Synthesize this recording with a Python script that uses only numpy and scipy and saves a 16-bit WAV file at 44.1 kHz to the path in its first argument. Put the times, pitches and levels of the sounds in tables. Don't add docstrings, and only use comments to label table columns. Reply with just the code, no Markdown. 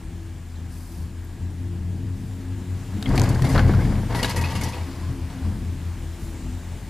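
import sys
import numpy as np
from scipy import signal
from scipy.fft import rfft, irfft, next_fast_len
from scipy.io import wavfile
from scipy.ndimage import uniform_filter1d

SR = 44100
rng = np.random.default_rng(int(sys.argv[2]) if len(sys.argv) > 2 else 0)


def inscribe(sig):
    pcm = np.round(np.clip(np.atleast_2d(sig).T, -1, 1) * 32767)
    wavfile.write(sys.argv[1], SR, pcm.astype(np.int16))


def volts(x):
    e = np.asarray(x, float) / 20
    return 10 ** e


N = 304012

# t/s, strand rate f/Hz
STRAND_RATE = [(0, 82.36), (.8, 83.1), (1.5, 85.1), (2.1, 87.6), (2.9, 89.14), (3.6, 88.25), (4.4, 86.13),
               (5.2, 85.38), (6.0, 83.6), (6.89, 83.37)]
# t/s, f/Hz, level/dB before the throb, throb depth (0-1)
HUM = [(0, 83.9, -32, 0.7), (.4, 84.7, -38.5, 0), (.65, 85.6, -34, 0), (.86, 83, -37.5, 0.3),
       (1.05, 83.5, -30.5, 0.56), (1.25, 87.1, -34.5, 0), (1.45, 85.93, -30.5, 0.64),
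       (1.7, 90.1, -31, 0.01), (2.05, 91.57, -28, 0.6), (2.35, 92.37, -31.5, 0.29), (2.75, 91.5, -30, 0.63),
       (3.0, 92.7, -28.5, 0.6), (3.2, 91.5, -21, 0.3), (3.4, 83.85, -34, 0.9), (3.7, 88.16, -19.5, 0.3),
       (4.3, 88.6, -38, 0), (4.37, 85.9, -24, 0), (4.66, 85.2, -26, 0), (4.74, 84.7, -33, 0.6),
       (4.9, 84.4, -32, 0.89), (5.07, 85.4, -28.5, 0.37), (5.3, 85.15, -34, 0.6), (5.46, 86.2, -26.5, 0.61),
       (5.64, 86.05, -29, 0.5), (5.78, 85.24, -29.5, 0.55), (5.88, 83.7, -31.5, 0.52),
       (6.1, 82.6, -36.5, 0.6), (6.5, 83.25, -32.5, 0.5), (6.89, 82.6, -36.5, 0.5)]
# crest t/s, crest number
THROB_CRESTS = [(-.1, -1), (2.97, 13), (4.83, 22), (6.94, 32)]
# name, multiple of the strand rate, wavering width f/Hz,
# level/dB against the hum, level/dB against the jolts
OVERTONES = [("third half", 1.5, 10, -32, -33), ("seventh half", 3.45, 10.6, -35, -29),
             ("second", 2.07, 9.4, -14.5, -11.5), ("third", 3, 7, -19.5, -20),
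             ("fourth", 3.98, 8, -23.5, -24), ("fifth", 5, 24, -27.5, -23)]
# name, middle t/s, length t/s, level/dB
SWELLS = [("fourth", 0.13, 0.53, -46.5), ("fourth", 0.94, 0.092, -46), ("third", 0.73, 1, -50.5),
          ("second", 0.9, 0.33, -45), ("third", 1.63, 0.14, -42), ("fourth", 1.71, 0.19, -45.5),
          ("second", 1.833, 0.52, -39), ("third", 2.45, 1.2, -41.5), ("fourth", 2.68, 0.29, -47.5),
          ("third", 3.51, 0.11, -25), ("third", 3.09, 0.058, -27), ("seventh half", 2.97, 0.08, -40),
          ("seventh half", 1.74, 0.96, -50), ("third half", 2.1, 0.71, -44),
          ("third half", 2.79, 0.19, -41), ("third half", 5.55, 0.3, -39.5), ("third half", 3.5, 0.1, -36),
          ("door", 4.9, 0.16, -40), ("fourth", 6.5, 0.093, -48), ("fourth", 5.9, 0.15, -53),
          ("door", 5.17, 0.21, -37.5), ("door", 5.37, 0.14, -40.5), ("door", 5.55, 0.086, -51),
          ("door", 5.78, 0.12, -40), ("fourth", 4.97, 0.21, -46), ("fourth", 5.2, 0.1, -42),
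          ("fourth", 6.5, 0.2, -52), ("fourth", 6.15, 0.51, -47), ("third", 6.48, 0.21, -40.5)]
# t/s, level/dB, sway level/dB against it, panel level/dB against it
JOLTS = [(0, -46.5, 13, -15), (2.15, -41.5, 2, 3), (2.93, -39, -22, 5), (3.06, -21, 1.5, -9),
         (3.16, -18, -17, -14), (3.27, -22, -5, -25), (3.4, -20, -5, -9), (3.52, -17.5, 1.5, -5.5),
         (3.63, -19, -2, -4.5), (3.74, -19.5, -11, -9), (3.83, -21.5, -2.5, -11), (3.94, -30, 2, -5.5),
         (4.1, -28.5, 0, -14), (4.23, -32, -8, -6), (4.35, -37, 0, -8), (4.53, -27.5, -14, -8.5),
         (5.07, -30, -3, -20), (5.27, -35.5, -4, -17), (5.43, -36, 4, 5), (5.52, -33, 2, -24),
         (5.64, -37, -11, -22), (5.95, -39.5, 8, -13), (6.2, -35.5, 3, -12), (6.42, -40, 10, -13),
         (6.72, -40.5, 4, -5)]
# f/Hz, level/dB
FRAME_SPECTRUM = [(20, 0), (32, 3), (45, -8), (62, -5.5), (85, 4.5), (117, 3), (160, -0.5), (207, -4.5),
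                  (290, -6), (380, -17.5), (550, -26), (900, -29), (1300, -52)]
# start t/s, length t/s, heavy hanger level/dB, light fittings level/dB
RATTLE_BOUTS = [(2.934, 0.027, -57, -60), (3.058, 0.18, -30, -44), (3.144, 0.036, -27.5, -41),
                (3.223, 0.13, -30.5, -45), (3.419, 0.16, -27, -40), (3.533, 0.045, -22.5, -37.5),
                (3.65, 0.098, -28, -42), (3.807, 0.061, -42, -45), (3.86, 0.1, -34, -56),
                (4.084, 0.11, -28, -42), (4.203, 0.089, -43, -36), (4.343, 0.043, -34, -43),
                (4.43, 0.16, -38.5, -39), (4.603, 0.046, -36, -35.5), (4.729, 0.066, -40, -45.5),
                (4.847, 0.24, -48.5, -52), (5.292, 0.18, -46.5, -54)]
# f/Hz, level/dB
HANGER_SPECTRUM = [(250, 10), (400, 3.5), (700, 4), (1100, -0.5), (1350, -7.5), (1600, -3), (2200, -9.5),
                   (2600, -23), (4700, -38.5), (10800, -46), (15500, -51)]
# f/Hz, level/dB
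FITTINGS_SPECTRUM = [(350, -33), (700, -34), (1000, 5.5), (1400, -6), (2000, -0.5), (3000, -3), (4600, -5),
                     (7000, -10), (10700, -23.5), (13000, -30), (15500, -42)]
# f/Hz, width f/Hz, level/dB
FITTINGS_MODES = [(500.4, 16, 0.5), (695, 110, -33), (852, 11, -6), (930, 140, -2.5), (1130, 370, -10),
                  (1654, 47, -9), (1974, 22, -6), (2190, 190, -7), (2560, 130, -18), (2830, 120, -19),
                  (3060, 26, -19), (3910, 110, -32), (4400, 480, -10), (4900, 860, -8), (5900, 90, -14),
                  (7000, 400, -16), (11000, 2500, -7.5)]
# t/s, level/dB, strongest ring f/Hz, treble level/dB, length scale t/s
CLACKS = [(3.026, -21, 3830, -10, 0.0029), (3.0583, -21, 3310, -45, 0.0046),
          (3.061, -24, 2085, -35, 0.0071), (3.09, -35, 4800, 9, 0.0078), (3.102, -40, 990, -30, 0.0078),
          (3.117, -38, 698, -30, 0.0087), (3.155, -27, 4600, 2, 0.012), (3.1783, -13, 2400, -10, 0.0021),
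          (3.181, -15, 805, -22, 0.0064), (3.1967, -15.5, 4600, 2, 0.0015), (3.217, -16, 6800, -3, 0.0012),
          (3.236, -25, 4900, 3, 0.0078), (3.239, -18, 672, -37, 0.0053), (3.24, -31, 2020, -27, 0.015),
          (3.248, -29, 950, -32, 0.005), (3.256, -28, 1650, -30, 0.0059), (3.2899, -26, 4680, 9, 0.01),
          (3.303, -28, 1600, -30, .007), (3.348, -29, 4760, -5, 0.0061), (3.392, -22.5, 1003, -36, 0.0058),
          (3.421, -20.5, 1820, -7, 0.0041), (3.443, -23.5, 2115, -9, 0.02), (3.446, -25, 700, -30, 0.014),
          (3.498, -28, 2050, -30, 0.015), (3.489, -29.5, 4900, 17, 0.028), (3.527, -29, 5900, 3, 0.0091),
          (3.562, -27.5, 3298, -9, 0.0044), (3.578, -22, 4370, -20, 0.006),
          (3.579, -14.5, 1410, -26, 0.0046), (3.593, -13.5, 1524, -35, 0.0057),
          (3.618, -38, 722, -35.5, 0.0068), (3.738, -20.5, 1400, -42, 0.0051),
          (3.745, -38, 950, -40, 0.0071), (3.791, -25.5, 1630, -40, 0.013), (3.805, -29.5, 2150, -30, .02),
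          (3.8521, -28, 1700, -22, 0.008), (3.955, -30, 650, -30, 0.005), (4.106, -33, 910, -32, 0.0095),
          (4.126, -27, 490, -28, 0.0085), (4.147, -19.5, 833, -16, 0.012), (4.155, -25.5, 1950, -4, 0.04),
          (4.191, -22, 1950, -18, 0.014), (4.229, -15, 4285, -5, 0.0045), (4.233, -14, 2930, -9, 0.0061),
          (4.2449, -12.5, 1690, -14, 0.0048), (4.247, -15, 3860, -15, .004), (4.254, -19, 980, -6, 0.0079),
          (4.292, -28, 930, -30, 0.012), (4.294, -21.5, 1990, 0, 0.016), (4.346, -23.5, 493.6, -30, 0.0082),
          (4.37, -25, 497, -30, 0.018), (4.361, -22, 1940, 1, 0.022), (4.4115, -23, 1880, -3, 0.013),
          (4.4383, -19, 2560, -20, 0.015), (4.499, -28.5, 910, -10, 0.032), (4.552, -23.5, 2773, -8, 0.018),
          (4.612, -23.5, 2160, 0, 0.0096), (4.635, -22, 5824, 4, 0.011), (4.642, -27, 930, -30, 0.0094),
          (4.687, -34, 1900, 14, 0.012), (4.733, -28.5, 2560, -22, 0.011), (4.745, -29, 965, -25, 0.012),
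          (4.765, -29, 800, -27, 0.012), (4.809, -38, 2300, -36, 0.015), (5.029, -34.5, 1028, -30, 0.014),
          (5.086, -36, 1104, -30, .01), (5.3, -35, 800, -16, .01), (5.435, -40, 799, -20, 0.01),
          (5.45, -35, 1020, -30, 0.0084)]
# start t/s, length t/s, level/dB
BRACKET_BOUTS = [(4.12, .15, -38), (4.35, 0.072, -34.5), (4.44, 0.12, -36.5), (4.62, 0.028, -34),
                 (4.73, .04, -44)]
# f/Hz, width f/Hz, level/dB
BRACKET_TONES = [(500, 50, -8), (760, 70, -12), (930, 55, 0), (1150, 80, -12), (1700, 50, -13),
                 (1925, 55, -5), (2170, 60, -11), (2570, 55, -10), (2860, 50, -13)]
# f/Hz, level/dB
AIR_SPECTRUM = [(200, -24), (330, -8), (430, -17), (560, -15.5), (900, -15), (1300, -20), (1800, -19.5),
                (2300, -21.5), (4500, -26.5), (6000, -28), (7500, -28), (10000, -29.5), (13000, -33.5),
                (15500, -31.5)]
# t/s, level/dB
AIR_LEVEL = [(0, -50.5), (1.8, -50.5), (2.6, -48.5), (3.3, -42), (4.6, -42.5), (5.1, -45.5), (5.9, -46),
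             (6.89, -46)]
# t/s, level/dB
GAP_LEVEL = [(0, -65.5), (2.3, -67.5), (2.9, -59.5), (4.8, -67), (5.8, -68), (6.4, -57), (6.89, -61)]
# start t/s, end t/s, level/dB
CLOTH_STROKES = [(0.68, 1.099, -51), (2.147, 2.449, -58.5), (6.172, 6.379, -53)]
# f/Hz, level/dB
CLOTH_SPECTRUM = [(2500, -43), (4500, -6.5), (7000, -11), (10500, -6), (13000, -9), (15500, -10.5)]
# t/s, level/dB, f/Hz
TICKS = [(.56, -49, 4000), (1.245, -46, 11800), (1.504, -51, 8970)]
# f/Hz, likeness (0-1)
LIKENESS = [(60, 0.96), (640, 0.97), (1400, 1), (3100, 0.92), (5000, 0.78), (7000, 0.65), (10000, 0.37),
            (15000, 0.18)]
# f/Hz, phase/rad
LEFT_LEAD = [(60, 0), (5000, 0), (7500, .2), (10000, 1.0), (13000, 2.4), (15500, 2.6)]
# f/Hz, level/dB
LEFT_OVER_RIGHT = [(60, 2.5), (500, 2), (1200, 2.5), (2500, 1), (5000, 2), (9000, 2), (12000, 2),
                   (15000, -1)]

FRAME_RING_S = 0.13
BOUT_RISE_S = 0.027


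def rope():
    strand_hz = columns(STRAND_RATE)[0]
    drone_hz, hum_db, depth = columns(HUM)
    throb = 1 + depth * np.cos(2 * np.pi * columns(THROB_CRESTS)[0])
    out = volts(hum_db) * throb * wavering(drone_hz, 8, steady=0.6)
    shaken = jolts(FRAME_RING_S, np.transpose(JOLTS)[1])
    for name, multiple, width, rest_db, jolt_db in OVERTONES:
        size = pooled(volts(hum_db + rest_db), volts(jolt_db) * shaken, swells(name))
        out = out + size * wavering(multiple * strand_hz, width, steady=0.58)
    return out + swells("door") * wavering(265, 10.4, steady=0.39)


def swells(name):
    t = np.arange(N) / SR
    return pooled(*(volts(db) * np.exp(-(2 * (t - middle) / length) ** 2)
                    for line, middle, length, db in SWELLS if line == name))


def cabin():
    hum_db = columns(HUM)[1]
    _, jolt_db, sway_db, panel_db = np.transpose(JOLTS)
    sway = pooled(volts(-40.5), jolts(0.14, jolt_db + sway_db))
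    boom = pooled(volts(hum_db - 16.5), jolts(0.13, jolt_db))
    panel = pooled(volts(hum_db - 23.5), jolts(0.14, jolt_db + panel_db))
    frame = pooled(volts(hum_db - 7), jolts(FRAME_RING_S, jolt_db - 2))
    modes = sway * wavering(43, 18, steady=0.82)
    modes = modes + boom * wavering(120, 27, steady=0.46)
    modes = modes + panel * wavering(210, 20.4, steady=0.28)
    surges = volts(2.5 * drift(N, 3000))
    return modes + frame * coloured(surges * rng.standard_normal(N), FRAME_SPECTRUM)


def rattle():
    start, length, hanger_db, fittings_db = np.transpose(RATTLE_BOUTS)
    coarse = gusts(150, fade_s=0.008, floor=0.8) * rng.standard_normal((2, N))
    dense = gusts(350, fade_s=0.005, floor=0.5) * rng.standard_normal((2, N))
    hanger = coloured(coarse, HANGER_SPECTRUM)
    light = evened(coloured(dense, FITTINGS_SPECTRUM) + volts(-3) * evened(fittings(dense)))
    hanger_size = bouts(zip(start, length, hanger_db), fade=0.092)
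    light_size = bouts(zip(start, length, fittings_db), fade=0.083)
    return hanger_size * hanger + light_size * light


def clacks():
    size = 4096
    out, blows = np.zeros((2, N)), np.zeros((2, N))
    t = np.arange(size) / SR
    f = np.fft.rfftfreq(size, 1 / SR)
    for s, db, hz, treble_db, length in CLACKS:
        tilt = [(400, -13), (1200, -14), (2500, -12.5 + 0.23 * treble_db), (4200, -11.5 + 0.37 * treble_db),
                (6500, -11.5 + treble_db), (11000, -14 + treble_db), (13000, -16 + treble_db),
                (15500, -35 + treble_db)]
        noise = rng.standard_normal((2, size))
        attack = np.minimum(t / (0.13 * length), 1)
        decay = np.exp(-(t / (1.49 * length)) ** 2) + 0.1 * np.exp(-t / 0.1)
        first_contact = volts(db - 9) * np.exp(-t / 0.001)
        shape = volts(db - 10.5) * attack * decay + first_contact
        crack = evened(evened(irfft(rfft(noise) * volts(read(tilt, f)))) * shape)

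        wobble = 0.03 * drift((2, size), 150, axis=-1)
        cycles = np.cumsum(hz * (1 + wobble), axis=1) / SR + rng.random((2, 1))
        ring = evened(np.sin(2 * np.pi * cycles) * shape)
        burst = crack + volts(-4 - 0.2 * treble_db) * ring
        burst *= np.linalg.norm(shape) / np.linalg.norm(burst, axis=1, keepdims=True)
        first = round(s * SR)
        out[:, first:first + size] += burst
        blows[:, first:first + size] += noise * shape * min(length / 0.021, 1)
    return out + volts(-9) * fittings(blows)


def fittings(drive):
    spots = drift((N // 256 + 1, len(FITTINGS_MODES)), 7, axis=0)
    spots = volts(2 * np.repeat(spots, 256, axis=0)[:N].T)
    out = 0
    for (hz, width, db), spot in zip(FITTINGS_MODES, spots):
        evening = np.sqrt(SR / width / 3)
        out = out + volts(db) * resonate(drive * spot, hz, width) * evening
    return out


def bracket():
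    uneven = volts(3 * drift(N, 500))
    tones = 0
    for hz, width, db in BRACKET_TONES:
        tones = tones + volts(db) * volts(3 * drift(N, 500)) * wavering(hz, width, steady=0.25)
    return bouts(BRACKET_BOUTS, fade=0.037) * evened(uneven * tones)


def air():
    noise = rng.standard_normal((3, 2, N))
    rush = volts(columns(AIR_LEVEL)[0]) * coloured(noise[0], AIR_SPECTRUM)
    gap = volts(columns(GAP_LEVEL)[0]) * evened(resonate(noise[1], 7340, 1700))
    whine = volts(-66.5) * evened(resonate(noise[2], 1660, 110))
    _, t, z = signal.stft(rush + gap + whine, nperseg=512)
    patches = uniform_filter1d(rng.standard_normal(z.shape[1:]), 8, axis=0)
    patches = evened(uniform_filter1d(patches, 10, axis=1))
    flicker = drift(len(t), 6)
    return signal.istft(z * volts(patches + 0.15 * flicker), nperseg=512)[1][:, :N]


def cloth():
    t = np.arange(N) / SR
    grain = volts(1.3 * drift(N, 120) + 1.3 * drift(N, 1500))
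    hiss = coloured(grain * rng.standard_normal((2, N)), CLOTH_SPECTRUM)
    strokes, ticks = np.zeros(N), np.zeros(N)
    for start, end, db in CLOTH_STROKES:
        strokes += volts(db) * np.clip(np.minimum((t - start) / 0.042, (end - t) / 0.088), 0, 1)
    for s, db, hz in TICKS:
        decay = (t > s) * np.exp(-abs(t - s) / 0.004)
        ticks += volts(db) * np.sin(2 * np.pi * hz * (t - s)) * decay
    return strokes * hiss + ticks


def evened(x):
    return x / np.sqrt(np.mean(x ** 2) + 1e-20)


def drift(shape, span, axis=-1):
    return evened(uniform_filter1d(rng.standard_normal(shape), span, axis=axis))


def read(points, hz):
    f, value = np.transpose(points)
    return np.interp(np.log(hz + 1), np.log(f + 1), value)


def columns(rows):
    s, *values = np.transpose(rows)
    return [np.interp(np.arange(N) / SR, s, v) for v in values]


def coloured(x, spectrum):
    size = next_fast_len(N)
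    gain = volts(read(spectrum, np.fft.rfftfreq(size, 1 / SR)))
    return evened(irfft(rfft(x, size) * gain, size)[..., :N])


def resonate(x, hz, width):
    turn = np.exp(2j * np.pi * np.cumsum(hz * np.ones(x.shape[-1])) / SR)
    r = np.exp(-np.pi * width / SR)
    return 2 * (turn * signal.lfilter([(1 - r) ** 2], [1, -2 * r, r * r], x / turn)).real


def wavering(hz, width, steady):
    r = np.exp(-np.pi * width / SR)
    a, b = rng.standard_normal((2, N))
    z = signal.lfilter([1], [1, -2 * r, r * r], a + 1j * b)
    size = abs(z) ** (1 - steady)
    carrier = np.exp(2j * np.pi * np.cumsum(hz * np.ones(N)) / SR)
    return evened((size * z / abs(z) * carrier).real)


def held(start, length, rise, fade):
    t = np.arange(N) / SR - start
    return np.clip(t / rise, 0, 1) * np.exp(-np.maximum(t - length, 0) / fade)


def pooled(*sizes):
    return np.sqrt(sum(size ** 2 for size in sizes))


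def jolts(ring, levels_db):
    rise = 0.024
    return pooled(*(volts(db) * held(row[0], rise, rise, ring) for row, db in zip(JOLTS, levels_db)))


def bouts(rows, fade):
    return pooled(*(volts(db) * held(start, length, BOUT_RISE_S, fade) for start, length, db in rows))


def gusts(per_s, fade_s, floor):
    sizes = volts(3 * np.minimum(rng.exponential(1, N), 3))
    knocks = (rng.random(N) < per_s / SR) * sizes
    fade = np.exp(-np.arange(2000) / (fade_s * SR))
    return np.sqrt(floor + evened(signal.oaconvolve(knocks, fade)[:N]) ** 2)


def scene():
    near, other = rattle() + clacks() + air() + cloth()
    near = near + rope() + cabin() + bracket()
    size = next_fast_len(N)
    hz = np.fft.rfftfreq(size, 1 / SR)
    same = np.clip(read(LIKENESS, hz), 0, 1)
    left = rfft(near, size)
    shared = same * left * np.exp(-1j * read(LEFT_LEAD, hz))
    right = shared + np.sqrt(1 - same ** 2) * rfft(other, size)
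    half_db = read(LEFT_OVER_RIGHT, hz) / 2
    return irfft(np.array([left * volts(half_db), right * volts(-half_db)]), size)[:, :N]


def roll_off(x):
    return signal.sosfilt(signal.butter(12, 15710, fs=SR, output="sos"), x)


def record(dry):
    mix = signal.sosfilt(signal.butter(2, 30, "high", fs=SR, output="sos"), dry)
    mix = 0.75 * np.tanh(mix / 0.75)
    low_pass = signal.firwin(511, 15450, window=("kaiser", 3), fs=SR)
    mix = signal.oaconvolve(mix, low_pass[None], "same")
    return roll_off(mix)


dry = scene()
out = record(dry)
inscribe(out)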